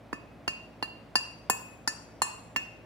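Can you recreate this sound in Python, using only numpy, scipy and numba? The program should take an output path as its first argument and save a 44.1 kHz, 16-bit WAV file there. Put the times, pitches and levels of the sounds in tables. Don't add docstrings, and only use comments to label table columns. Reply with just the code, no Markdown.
import sys
import numpy as np
from scipy import signal
from scipy.fft import rfft, irfft
from scipy.io import wavfile
from scipy.ndimage import uniform_filter1d, minimum_filter1d
from numba import njit

SR = 44100
rng = np.random.default_rng(int(sys.argv[2]) if len(sys.argv) > 2 else 0)


def dump_mix(stems):
    frames = np.atleast_2d(stems).T
    limited = np.clip(frames, -1, 1)
    pcm = np.round(limited * 32767).astype(np.int16)
    wavfile.write(sys.argv[1], SR, pcm)


N = 125685

IMPACT_RISE_S, DIFFUSE_RISE_S = 0.00051, 0.005
METAL_DELAY_S = 0.001


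def undb(db):
    return 10 ** (np.asarray(db) / 20)


def unit(x):
    return x / np.sqrt(np.mean(x ** 2))


def pan(db):
    return undb(np.array([[db], [-db]]) / 2)


def stereo(mid, side):
    return np.array([mid + side, mid - side])


def fade(t, t60):
    return np.exp(-np.log(1000) * t / t60)


def rise(t, seconds):
    return 1 - np.exp(-np.maximum(t, 0) / seconds)


def waver(t, step_s):
    knots = np.arange(0, t[-1] + step_s, step_s)
    return np.interp(t, knots, rng.standard_normal(len(knots)))


def gain_at(hz, points):
    f, db = np.array(points, float).T
    return undb(np.interp(np.log(np.maximum(hz, 1)), np.log(f), db))


def colour(x, points):
    n = x.shape[-1]
    return irfft(rfft(x) * gain_at(np.fft.rfftfreq(n, 1 / SR), points), n)


def fan():
    # frequency in Hz, relative density in dB.
    air_spectrum = [(40, -13), (90, -0.5), (190, -2), (300, -0.5), (400, -5), (620, -2), (1000, -10.5),
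                    (1450, -15), (2000, -17), (2600, -20.5), (5000, -31), (7000, -36.5), (16000, -44)]
    # frequency in Hz, rms level in dB.
    partials = [(58, -64), (112, -61), (168, -65), (224, -63.5), (281, -65.5)]
    mid, side = (unit(colour(rng.standard_normal(N), air_spectrum)) for _ in range(2))
    air = undb(-53) * stereo(mid, undb(-9) * side)
    hum, t = 0, np.arange(N) / SR
    fundamental_hz = partials[0][0]
    for hz, db in partials:
        swell = 1 + 0.09 * waver(t, step_s=0.2)
        drift = 0.18 * waver(t, step_s=0.2) * hz / fundamental_hz
        phase = 2 * np.pi * (hz * t + rng.random()) + drift
        hum += undb(db) * np.sqrt(2) * swell * np.sin(phase)
    return air + hum


def workshop(direct):
    # frequency in Hz, relative level in dB.
    room_spectrum = [(100, -8), (300, -1.5), (1000, 1.5), (1800, -2.5), (2700, 3.5), (4500, 1), (8000, 0.5),
                     (15000, -3.5)]
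    t = np.arange(SR) / SR
    noise = colour(rng.standard_normal((2, SR)), room_spectrum)
    low = signal.sosfiltfilt(signal.butter(2, 3000, fs=SR, output="sos"), noise)
    high = noise - low
    tail = (low * fade(t, t60=0.66) + high * fade(t, t60=0.55)) * rise(t, DIFFUSE_RISE_S)
    return undb(-14) * signal.fftconvolve(direct, unit(tail) / np.sqrt(SR), axes=1)[:, :N]


def sizzle(t, strength):
    # frequency in Hz, relative density in dB.
    spectrum = [(3000, -23), (6000, -8), (7200, 10.5), (9000, 0.5), (12000, -11.5), (14800, -6),
                (16000, -32)]
    hold_s = 0.059
    noise = unit(colour(rng.standard_normal((2, len(t))), spectrum))
    envelope = rise(t, DIFFUSE_RISE_S) * fade(np.maximum(t - hold_s, 0), t60=0.083)
    return undb(-61.5) * colour(noise, strength) * envelope


def knock(t, strength):
    # frequency in Hz, relative level in dB, t60 in seconds.
    low_modes = [(202.6, -42, 0.078), (276.3, -34.5, 0.038), (403, -31.5, 0.016), (827, -22, 0.013),
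                 (1021, -20.5, 0.019), (1460, -27, .011)]
    right_lag_s = 0.0001
    age = np.maximum(t - np.array([[0], [right_lag_s]]), 0)
    body = 0
    for k, (hz, db, t60) in enumerate(low_modes):
        amplitude = (-1) ** k * undb(db) * gain_at(hz, strength)
        body += amplitude * np.sin(2 * np.pi * hz * age) * fade(age, t60)
    return body * rise(age, IMPACT_RISE_S) * pan(db=0.5)


def crack(t, strength):
    # frequency in Hz, relative density in dB.
    spectrum = [(100, -15.5), (300, -4.5), (600, -8.5), (900, 6), (1900, -1.5), (2400, -7.5), (3600, -9.5),
                (4500, -16.5), (7000, -15), (11000, -17), (14500, -23), (16000, -25)]
    # frequency in Hz, side minus mid in dB.
    width = [(300, 6), (800, -4), (1800, 1.5), (5000, -4.5)]
    mid, side = rng.standard_normal((2, len(t)))
    noise = unit(colour(stereo(mid, colour(side, width)), spectrum))
    burst = undb(-23.5) * fade(t, t60=0.025)
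    rattle = undb(-57.5) * fade(t, t60=0.34)
    envelope = (burst + rattle) * rise(t - METAL_DELAY_S, IMPACT_RISE_S)
    return colour(noise, strength) * envelope * pan(db=-5)


def ring(t, strength):
    mode_hz = [1766, 2561, 2760, 4091, 4284, 4620, 4715, 5525, 5665, 6556, 6848, 7447, 7640, 8505, 9503,
               9870, 10220, 10535, 10795, 11505, 11990, 12800, 13740]
    # relative level in dB, t60 in seconds, twin's relative level in dB,
    # left minus right in dB, width (0 both sides in step, 1 opposed).
    modes = [(-33, .11, -65, -2.5, 0.093), (-39.5, 0.33, -54, 7, 0.84), (-25.5, 0.13, -62.5, -1.5, 0.75),
             (-63, 0.076, -72.5, -39, 1), (-35, 0.082, -87, 4.5, 0.22), (-41, 0.11, -65.5, -1, 0.82),
             (-25, 0.043, -63.5, 4, 0.734), (-37, 0.025, -68, 22.5, 0.48), (-38.5, 0.1, -63.5, 1, 0.41),
             (-47.5, 0.086, -68, 22, 1), (-43.5, 0.083, -68, -16, 0.85), (-45.5, 0.065, -66, 22.5, 0.9),
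             (-45.5, 0.11, -78, 5.5, .54), (-52, 0.14, -76.5, 11, 1), (-47, .09, -90, 6, 0.26),
             (-52, .1, -100, 14, 0.045), (-58, 0.2, -73, -11, .95), (-57, 0.071, -83, 14, 0.038),
             (-52.5, 0.097, -72, 22, 0.99), (-78, 0.04, -85.5, 5, .5), (-51, 0.08, -93, 14, .3),
             (-51, 0.064, -87, 7, 0.98), (-50, 0.048, -85, 16, .5)]
    wander_hz, detune_hz = 9, 5.1
    out = 0
    for hz, (db, t60, twin_db, pan_db, width) in zip(mode_hz, modes):
        scatter_db, detune = rng.standard_normal(2)
        wander = np.cumsum(wander_hz * waver(t, step_s=0.012)) / SR
        phase = 2 * np.pi * (hz * t + wander + rng.random()) + np.pi * np.array([[width], [0]])
        main = undb(db + scatter_db) * np.sin(phase) * fade(t, t60) * pan(pan_db)
        twin_phase = phase + 2 * np.pi * detune_hz * detune * t
        twin = undb(twin_db) * np.cos(twin_phase) * fade(t, t60=0.73)
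        out += gain_at(hz, strength) * (main + twin)
    return out * rise(t - METAL_DELAY_S, seconds=0.00083)


def mallet_taps():
    bands_hz = [300, 900, 1770, 2560, 2760, 4280, 4700, 5600, 7400, 10000, 13500]
    # start in seconds, crack gain in dB, then strength in each band in dB.
    blows = [(0.1279, 3, 8.5, -7.5, -3, -2.5, -16, -26, -14, -12, -14, -12, -16),
             (0.4769, 3.7, 3.5, -3, -2.5, -1.5, 3.5, 1.5, 0.5, -1.5, -3, -1, -7),
             (0.8249, 2.3, 2, -2, -1.5, -9, 0.5, 3.5, -2.5, -13, -11.5, -4, -6),
             (1.1541, -2.6, 4.5, 7.5, 7, 2, 6.5, 7.5, 14.5, 9, 5.5, 11, 2.5),
             (1.4973, 1.6, 8, 12.5, 6, 9.5, -2, -5, 1, 4.5, 17.5, 14, 18.5),
             (1.8745, 0.98, 1, -1, 7, -2.5, -12, 2.5, 7, 9.5, 8, 10.5, 0),
             (2.2178, 3.6, -1, 7, 4.5, 2, 2, 12.5, -1.5, 6, 16, 16, 5),
             (2.5604, 5.2, 3, -5, 5.5, 2.5, 4.5, -7, -5.5, 1.5, -1, -6, 3)]
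    neighbours = np.abs(np.log2(np.divide.outer(bands_hz, bands_hz))) < 0.4
    out, t = np.zeros((2, N + SR)), np.arange(SR) / SR
    for start_s, crack_db, *band_db in blows:
        strength = list(zip(bands_hz, band_db))
        smooth_db = neighbours @ np.array(band_db) / neighbours.sum(axis=1)
        outline = list(zip(bands_hz, smooth_db + crack_db))
        i = int(start_s * SR)
        out[:, i:i + SR] += knock(t, strength) + ring(t, strength) + crack(t, outline) + sizzle(t, strength)
    return out[:, :N]


def scene():
    direct = mallet_taps()
    return direct + workshop(direct) + fan()


@njit
def follow_peaks(x, retain):
    out, peak = np.empty(len(x)), 0.
    for i in range(len(x)):
        peak = max(x[i], peak * retain)
        out[i] = peak
    return out


def record(dry):
    low_cut_hz, top_hz = 36, 16000
    limit_db, release_s, lookahead_s = -12, 0.02, 0.0022
    dry = signal.sosfilt(signal.butter(6, low_cut_hz, "high", fs=SR, output="sos"), dry)
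    window = int(lookahead_s * SR)
    power = uniform_filter1d(np.mean(dry ** 2, axis=0), window)
    amplitude = np.sqrt(2 * np.abs(power))
    excess = np.log(np.maximum(amplitude / undb(limit_db), 1))
    gain = np.exp(-follow_peaks(excess, np.exp(-1 / (release_s * SR))))
    gain = uniform_filter1d(minimum_filter1d(gain, 2 * window), window)
    return signal.sosfilt(signal.ellip(8, .2, 70, top_hz, fs=SR, output="sos"), dry * gain)


dry = scene()
out = record(dry)
dump_mix(out)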